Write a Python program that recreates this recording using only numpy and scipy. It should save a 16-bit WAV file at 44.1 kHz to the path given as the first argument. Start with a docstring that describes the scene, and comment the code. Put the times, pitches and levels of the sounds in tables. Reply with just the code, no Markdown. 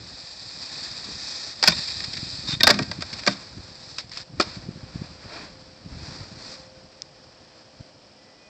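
"""First comes the hiss of a snowboard sliding over packed snow, breaking tiny grains as it goes.
It clatters onto a box, crosses a table and a second box, lands and carves away. Each hit rings the
hollow board and box and the steel edge; heavy blows boom, and edges rasp as they stick and slip.
Wind bumps the small microphone, which the hardest knocks overload. Something clicks close by,
and a ski lift hums far off."""
import sys
import numpy as np
from scipy import signal
from scipy.fft import rfft, irfft
from scipy.io import wavfile

SR = 44100
rng = np.random.default_rng(int(sys.argv[2]) if len(sys.argv) > 2 else 0)


def master(y):
    """Save y as 16-bit WAV."""
    cut = np.clip(np.atleast_2d(y).T, -1, 1)
    pcm = np.round(cut * 32767)  # scale
    wavfile.write(sys.argv[1], SR, pcm.astype(np.int16))


N = 374409

# How strong each noise is from low to high pitch: f/Hz, relative level/dB
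BASE_SPECTRUM = [(1800, -25.5), (3000, -3.5), (3400, -3), (3700, 1), (4500, 0.5), (5600, -1), (6400, 1),
                 (7500, 8.5), (8500, -6.5)]  # the board's underside sliding
SPRAY_SPECTRUM = [(3500, -31.5), (5000, -9), (5700, 4), (7000, 4.5), (8500, -9.5)]  # loose snow thrown up
GRIND_SPECTRUM = [(100, -7), (290, 2.5), (450, -2), (680, 2.5), (1350, 2.5), (2500, -1.5), (4300, -13),
                  (6500, -18.5)]  # the edges grinding
PLOUGH_SPECTRUM = [(120, -18), (220, -2.5), (310, -1.5), (430, -7), (620, -4.5), (1000, -25.5)]  # snow shoved aside
CRACK_SPECTRUM = [(300, -3), (1000, -6), (2000, 8.5), (4500, 1.5), (6000, 5), (7500, 6), (9000, -6)]  # the sharp part of a knock
RASP_SPECTRUM = [(200, -15), (800, -2.5), (2400, 1), (3600, -3), (5000, -4), (7600, 2.5), (9000, -25)]  # an edge catching
WIND_SPECTRUM = [(20, -14.5), (55, -4.5), (100, -1), (190, -6), (300, -12), (500, -26.5), (1000, -56)]  # air rumbling on the microphone
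SLOPE_SPECTRUM = [(30, -13), (110, 2), (400, -1.5), (650, 3), (1100, -8), (2000, -28.5), (3000, -3),
                  (4200, -32.5), (5500, -11), (7500, -14.5)]  # the distant slope

# Modes, the notes a thing rings at: f/Hz, relative level/dB, t60/s (the time to fade by 60 dB)
BOARD_MODES = [(1810, 0.0096, .012), (2530, 0.0031, .011), (3740, 0, .014)]  # the sliding board
BODY_MODES = [(348.5, -2.5, 0.024), (516, -8.5, 0.056), (614, -3.5, 0.059), (714, -1.5, 0.053),
              (823, -5.5, 0.011), (931, -4, 0.043), (1090, 3.5, 0.017), (1265, 5, 0.016),
              (1444, -11, 0.085), (1550, -2.5, 0.053), (1693, -1.5, 0.025), (1858, -2, 0.038),
              (1966, -5.5, 0.01), (2304, 0.5, 0.02), (2506, -9, 0.029)]  # board and box together
STEEL_MODES = [(3697, 12, 0.042), (3520, -14, 0.017), (4540, -15, 0.044)]  # the steel edge
CLICK_MODES = [(2200, -12, .003), (3340, -8, .004), (5100, -6, .004), (6460, 4, .005)]  # something small and hard
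# The bending notes of a boom: multiple of its pitch, relative level/dB
BEND_MODES = [(.66, -9.5), (.86, -8), (1, 0.5), (1.35, -4), (1.85, -8.5)]

# The rider leans to steer, land or carve: middle t/s, half width/s, extra hiss/dB, extra grinding/dB
LEANS = [(.35, 0.27, 2, -3.5), (.79, 0.21, 5, 2.5), (1.28, 0.12, 4.5, 1.5), (1.82, .2, 8.5, 2.5),
         (2.4, 0.38, 6, -0.5), (3.22, 0.21, 5, 7), (3.95, 0.22, 5, 0.5), (4.48, 0.13, 4.5, 8.5),
         (4.99, 0.16, 3, 5), (5.37, 0.14, 9, 14.5), (6.13, 0.19, 12.5, 11), (6.5, 0.14, 15, 10.5),
         (7.6, 0.3, 0.5, 1)]
# The board leaves the ground: take-off t/s, landing t/s, change in sliding noise/dB
HOPS = [(1.512, 1.643, -4.5), (2.555, 2.74, -7), (4, 4.398, -7)]
# How much loose snow sprays: t/s, level against the underside's hiss/dB
SPRAY_LEVELS = [(.95, -9), (1.2, -1), (1.5, -0.5), (1.7, -25), (3.2, -5), (5.3, -4), (6.5, -1),
                (8.49, -0.5)]
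# The board hits box, table or snow: t/s, relative level/dB, contact time/s, body ring/dB, steel ring/dB
KNOCKS = [ (1.6273, -10, .0003, -7.5, -19), (1.6377, -8.5, 0.0014, -6.5, -23),
          (1.6754, -5, .009, -11.5, -19), (1.72, -22.5, 0.0043, -6.5, 2.5), (2.004, -24, .0012, -15, -20),
          (2.601, -28, 0.0019, -17, -9.5), (2.6061, -14.5, 0.0021, -2.5, -0.5),
          (2.6323, -6.5, 0.0032, -12, 2), (2.64, -17, 0.0037, -2.5, -13), (2.6693, -4, .0016, -2, -21),
          (2.6742, -4, 0.0028, -9, -29.5), (2.689, -13.5, .008, -0.5, -15), (2.7019, -7, 0.007, -6.5, -15),
          (2.742, -21, 0.0021, -10, -18), (2.7894, -13.5, 0.00058, -2.5, -23),
          (2.914, -20.5, 0.0017, -5.5, -25), (3.022, -21, 0.0014, -5, -18), (3.235, -29, .0017, -12, -16),
          (3.2649, -13.5, 0.00097, -9, -26), (3.2735, -11, .0056, -2, -9), (3.984, -18, .0006, -14, -10),
          (4.094, -36, .001, -16, -21.5), (4.116, -34, .0022, -14, -20),
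          (4.399, -13.5, 0.0043, -1.5, -14.5), (4.409, -13.5, 0.0025, -15.5, -14),
          (4.422, -24, .005, -8, -19.5)]
# A light tick while riding the boxes: the same columns without t/s
BOX_TICK = (-28, 0.01, -20.5, -20)
# Deck or board booms under the rider's weight: t/s, relative level/dB, t60/s, f/Hz
BOOMS = [(1.68, -22.5, 0.13, 172.4), (2.633, -23, 0.061, 228), (2.675, -24.5, .1, 238.5),
         (2.709, -24, 0.19, 203.5), (2.734, -26, 0.3, 190.6), (2.794, -22, 0.14, 246.4),
         (2.816, -19, 0.059, 135), (3.276, -23, 0.22, 191), (4.397, -19, 0.087, 316),
         (4.402, -18.5, 0.04, 615)]
# An edge catches: t/s, length/s, relative level/dB, squeal against the rasp/dB
RASPS = [(1.648, 0.074, -24, -11), (2.469, .063, -29, -2.5), (2.525, 0.031, -28.5, 2.5),
         (3.005, 0.019, -33.5, -16), (3.184, .023, -32.5, -15), (3.272, 0.071, -32, -10),
         (3.979, 0.036, -34.5, -14), (4.105, 0.14, -38, -24), (4.171, 0.014, -33, -11),
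         (4.434, .16, -43, -18)]
# The low rumble swells with wind gusts, and at 1.75 s with the boom of the board landing on the box:
# middle t/s, half width/s, extra rumble/dB
RUMBLE_SWELLS = [(.03, 0.066, 8.5), (1.1, 0.19, 9.5), (1.75, 0.063, 16.5), (2.18, 0.27, 9),
                 (2.8, 0.38, 15.5), (3.55, 0.1, 10.5), (4.37, 0.12, 8.5), (4.82, 0.39, 11), (5.35, .12, 6),
                 (5.9, 0.089, 9), (6.2, 0.26, 11)]
# The strongest swirls of air bump the microphone: t/s, level/dB, f/Hz
STRONG_SWIRLS = [(1.09, -31, 230), (2.083, -27, 131), (2.232, -24.5, 142), (2.493, -24, 145),
                 (2.538, -20, 135), (2.99, -25, 150), (3.574, -28.5, 120), (4.573, -25, 149),
                 (4.69, -19.5, 176), (4.776, -29, 170), (4.959, -21, 136), (5.019, -21.5, 161),
                 (5.926, -25.5, 117), (6.213, -26.5, 113), (7.807, -29.5, 116)]
# The hum of the lift's drive: t/s, level/dB
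HUM_LEVELS = [(0, -68), (3, -64), (5.2, -60.5), (5.7, -60), (6.8, -57.5), (7.5, -62.5), (8.49, -66.5)]
# Thin far whines set in and hold: start t/s, f/Hz, level/dB
WHINES = [(8.13, 1986, -67.5), (8.36, 2470, -64)]
# What the small microphone behind its opening boosts and cuts: f/Hz, gain/dB
MIC_RESPONSE = [(1500, 0), (1830, 2), (2150, -0.5), (2450, 3.5), (2950, -6), (3450, 4), (3720, 4),
                (4100, 9.5), (4750, 15), (5300, 10.5), (5650, 1.5), (5900, -0.5), (6270, -7.5),
                (6700, -8.5)]


def scene():
    """Everything that reaches the microphone, as one channel."""
    return (sliding() + rasps() + knocks() + booms() + click() + wind_and_rumble() + ski_area())[None]


def sliding():
    """The board hisses, rings, grinds and ploughs through snow, louder when the rider leans on it."""
    ridge_flutter_db = .8 * wander(rate_hz=50) + .6 * wander(rate_hz=12)
    far = distance_doublings()
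    base = colour(grains(per_s=6000, spread_db=5.5, rush=1.07), BASE_SPECTRUM)
    spray = colour(grains(per_s=2800, spread_db=6, rush=1.1), SPRAY_SPECTRUM) * amp(follow(SPRAY_LEVELS))
    edges = colour(grains(per_s=2700, spread_db=2.5, rush=1.08), GRIND_SPECTRUM)
    # With distance the ringing fades fastest; the low scrunch of ploughing does not fade.
    hiss = (base + spray) * amp(-43 - 8.5 * far)
    ringing = unit(ring(rng.standard_normal(N), BOARD_MODES, detune=.003)) * amp(-52 - 13 * far)
    grind = edges * amp(-48.5 - 4.5 * far)
    plough = colour(rng.standard_normal(N), PLOUGH_SPECTRUM) * amp(-61.5)
    glide = (hiss + ringing) * amp(swells(LEANS, column=2))
    carve = (grind + plough) * amp(swells(LEANS, column=3))
    return (glide + carve) * amp(airborne_db() + ridge_flutter_db)


def grains(per_s, spread_db, rush):
    """Snow grains break under the board: clicks of uneven size over an even rush."""
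    size = amp(spread_db * np.minimum(rng.exponential(1, N), 4))
    clicks = size * rng.choice([-1, 1], N) * (rng.random(N) < per_s / SR)
    return unit(unit(clicks) + rush * rng.standard_normal(N))


def distance_doublings(pass_s=1.423, nearest_m=6.53, speed_m_per_s=5.78):
    """The rider passes in a straight line: how many times the distance has doubled from its nearest."""
    along_m = speed_m_per_s * (np.arange(N) / SR - pass_s)
    return np.log2(np.hypot(nearest_m, along_m) / nearest_m)


def airborne_db(fade_s=0.0376):
    """The sliding noise drops while the board is off the ground."""
    return sum(follow([(up, 0), (up + fade_s, db), (down - fade_s, db), (down, 0)])
               for up, down, db in HOPS)


def knocks(release_t60=0.022, scatter_db=-23, scatter_t60=0.36):
    """Each slap is a burst of tiny contacts that cracks, and rings the hollow body and the steel."""
    out, t = np.zeros(N), np.arange(SR // 4) / SR
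    ticks = [(s, *BOX_TICK) for s in moments(per_s=5) if 1.7 < s < 3.3]
    for s, db, contact_s, body_db, steel_db in KNOCKS + ticks:
        after = np.maximum(t - contact_s, 0)
        pressure = amp(-60 * after / release_t60) + amp(scatter_db - 60 * after / scatter_t60)
        force = pressure * rng.choice([-1, 1], len(t))
        crack = amp(-5) * unit(colour(force, CRACK_SPECTRUM))
        body = amp(body_db) * unit(ring(force, BODY_MODES, detune=0.039))
        steel = amp(steel_db - 7) * unit(ring(force, STEEL_MODES, detune=0.005))
        add(out, s, amp(db - 2) * rms(pressure) * (crack + body + steel))
    return out


def booms(push_s=0.0013):
    """A heavy blow makes the deck or board bend to and fro at a few low notes."""
    out, t = np.zeros(N), np.arange(SR // 3) / SR
    push = t * np.exp(-2 * np.pi * t / push_s)
    for s, db, t60, hz in BOOMS:
        modes = [(hz * multiple, mode_db, t60) for multiple, mode_db in BEND_MODES]
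        swing = unit(ring(push, modes, detune=0.075))
        fade = amp(-60 * t / t60)
        add(out, s, amp(db) * rms(fade) * swing)
    return out


def rasps():
    """An edge sticks and slips for a moment; on the box its steel starts to squeal."""
    out, flutter = np.zeros(N), amp(1.2 * wander(rate_hz=110))
    slips = flutter * grains(per_s=4000, spread_db=3, rush=0.28)
    for s, length_s, db, squeal_db in RASPS:
        pressure = np.pad(signal.windows.tukey(round(length_s * SR), .35), (0, SR // 10))
        force = pressure * slips[round(s * SR):][:len(pressure)]
        scrape = unit(colour(force, RASP_SPECTRUM))
        squeal = amp(squeal_db) * unit(ring(force, STEEL_MODES, detune=.001))
        add(out, s, amp(db - 5.5) * rms(pressure) * (scrape + squeal))
    return out


def click(at_s=7.0202, level_db=-17.5):
    """One tick of something small and hard beside the microphone."""
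    out = np.zeros(N)
    tick = ring(signal.unit_impulse(SR // 50), CLICK_MODES, detune=0.0056)
    add(out, at_s, amp(level_db) * tick / abs(tick).max())
    return out


def wind_and_rumble(lull_db=-55.5, calming_from_s=6.2, calming_db_per_s=5, bump_cycles=0.6, skew=0.33):
    """A lumpy rumble swells with gusts and the landing on the box; swirls of air bump the microphone."""
    calming_db = calming_db_per_s * np.maximum(np.arange(N) / SR - calming_from_s, 0)
    rumble_db = lull_db - calming_db + swells(RUMBLE_SWELLS, column=2)
    lumps_db = 4.2 * np.minimum(wander(rate_hz=28), 1.7)
    out = colour(rng.standard_normal(N) * amp(rumble_db + lumps_db), WIND_SPECTRUM)
    t = np.arange(-SR // 25, SR // 25) / SR
    # Weaker swirls come by chance, at 140 Hz and 13 dB above the rumble.
    weak_swirls = [(s, rumble_db[int(s * SR)] + 13, 140) for s in moments(per_s=4.5) if s + t[0] > 0]
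    for s, db, hz in STRONG_SWIRLS + weak_swirls:
        cycles = hz * t
        phase = 2 * np.pi * (cycles + rng.random())
        wave = np.sin(phase) + skew * np.sin(2 * phase)
        add(out, s + t[0], amp(db) * wave / np.cosh(2 * cycles / bump_cycles))
    return out


def ski_area(hum_hz=522.2, whine_rise_s=0.07):
    """Far off, the lift's drive hums and thin whines set in over the dull wash of the slope."""
    t = np.arange(N) / SR
    hum = tone(hum_hz) * amp(follow(HUM_LEVELS) + 2 * wander(rate_hz=2.78))
    whines = sum(amp(db) * np.clip((t - s) / whine_rise_s, 0, 1) * tone(hz) for s, hz, db in WHINES)
    wash = amp(-54.5) * colour(rng.standard_normal(N), SLOPE_SPECTRUM)
    return hum + whines + wash


def tone(hz):
    """A pure note that wavers slightly, with an average size of 1."""
    wavering_hz = hz * (1 + 0.00125 * wander(rate_hz=5.15))
    return np.sqrt(2) * np.sin(2 * np.pi * np.cumsum(wavering_hz) / SR)


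def ring(force, modes, detune):
    """A force sets fading notes ringing; each spot of contact shifts them a little and may flip them."""
    t = np.arange(min(len(force), SR // 3)) / SR
    response = np.zeros(len(t))
    for hz, db, t60 in modes:
        sign = rng.choice([-1, 1])
        shifted_hz = hz * (1 + detune * (2 * rng.random() - 1))
        response += sign * amp(db - 60 * t / t60) * np.cos(2 * np.pi * shifted_hz * t)
    return signal.fftconvolve(force, response)[:len(force)]


def colour(x, spectrum):
    """Gives plain noise or clicks a spectrum and keeps their power."""
    taps = filter_taps(spectrum)
    return signal.oaconvolve(x, taps / np.linalg.norm(taps))[:len(x)]


def filter_taps(spectrum, size=4096):
    """A filter with the given gains that responds as early as it can (minimum phase)."""
    hz, db = np.transpose(spectrum)
    grid_hz = abs(np.fft.fftfreq(size, 1 / SR)) + 1
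    log_gain = np.log(amp(np.interp(np.log(grid_hz), np.log(hz), db)))
    response = np.exp(np.conj(signal.hilbert(log_gain)))
    return np.fft.ifft(response).real[:size // 2]


def wander(rate_hz):
    """A smooth random drift with an average size of 1, mostly slower than the rate."""
    hz = np.fft.rfftfreq(N, 1 / SR)
    return unit(irfft(rfft(rng.standard_normal(N)) * np.exp(-(hz / rate_hz) ** 2), N))


def moments(per_s):
    """Random times in seconds, so many a second on average."""
    return np.flatnonzero(rng.random(N) < per_s / SR) / SR


def swells(rows, column):
    """Adds up bell-shaped curves, one a row (middle t/s, half width/s, ...); the column gives heights."""
    t = np.arange(N) / SR
    return sum(row[column] * np.exp(-((t - row[0]) / row[1]) ** 2) for row in rows)


def follow(points):
    """Joins points (t/s, value) with straight lines."""
    times, values = np.transpose(points)
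    return np.interp(np.arange(N) / SR, times, values)


def add(mix, s, sound):
    """Mixes a sound in at s seconds."""
    part = mix[round(s * SR):][:len(sound)]
    part += sound[:len(part)]


def amp(db):
    """Turns decibels into a gain."""
    return 10 ** (np.asarray(db) / 20)


def rms(x):
    """A signal's average size (root mean square)."""
    return np.sqrt(np.mean(x ** 2) + 1e-20)


def unit(x):
    """Scales to an average size of 1."""
    return x / rms(x)


def low_pass(x, hz, size):
    """Cuts the treble above hz; a larger size cuts more steeply."""
    return signal.oaconvolve(x, signal.firwin(size, hz, window=("kaiser", 8), fs=SR)[None], "same")


def record(dry, low_cut_hz=42, ceiling=.73):
    """The small microphone boosts some pitches, loses the extremes and overloads on the loudest knocks."""
    heard = signal.sosfilt(signal.butter(2, low_cut_hz, "highpass", fs=SR, output="sos"), dry)
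    heard = signal.oaconvolve(heard, filter_taps(MIC_RESPONSE)[None])[:, :N]
    heard = low_pass(heard, hz=8600, size=161)
    overloaded = np.clip(heard, -ceiling, ceiling)
    return low_pass(overloaded, hz=16000, size=255)


dry = scene()
out = record(dry)
master(out)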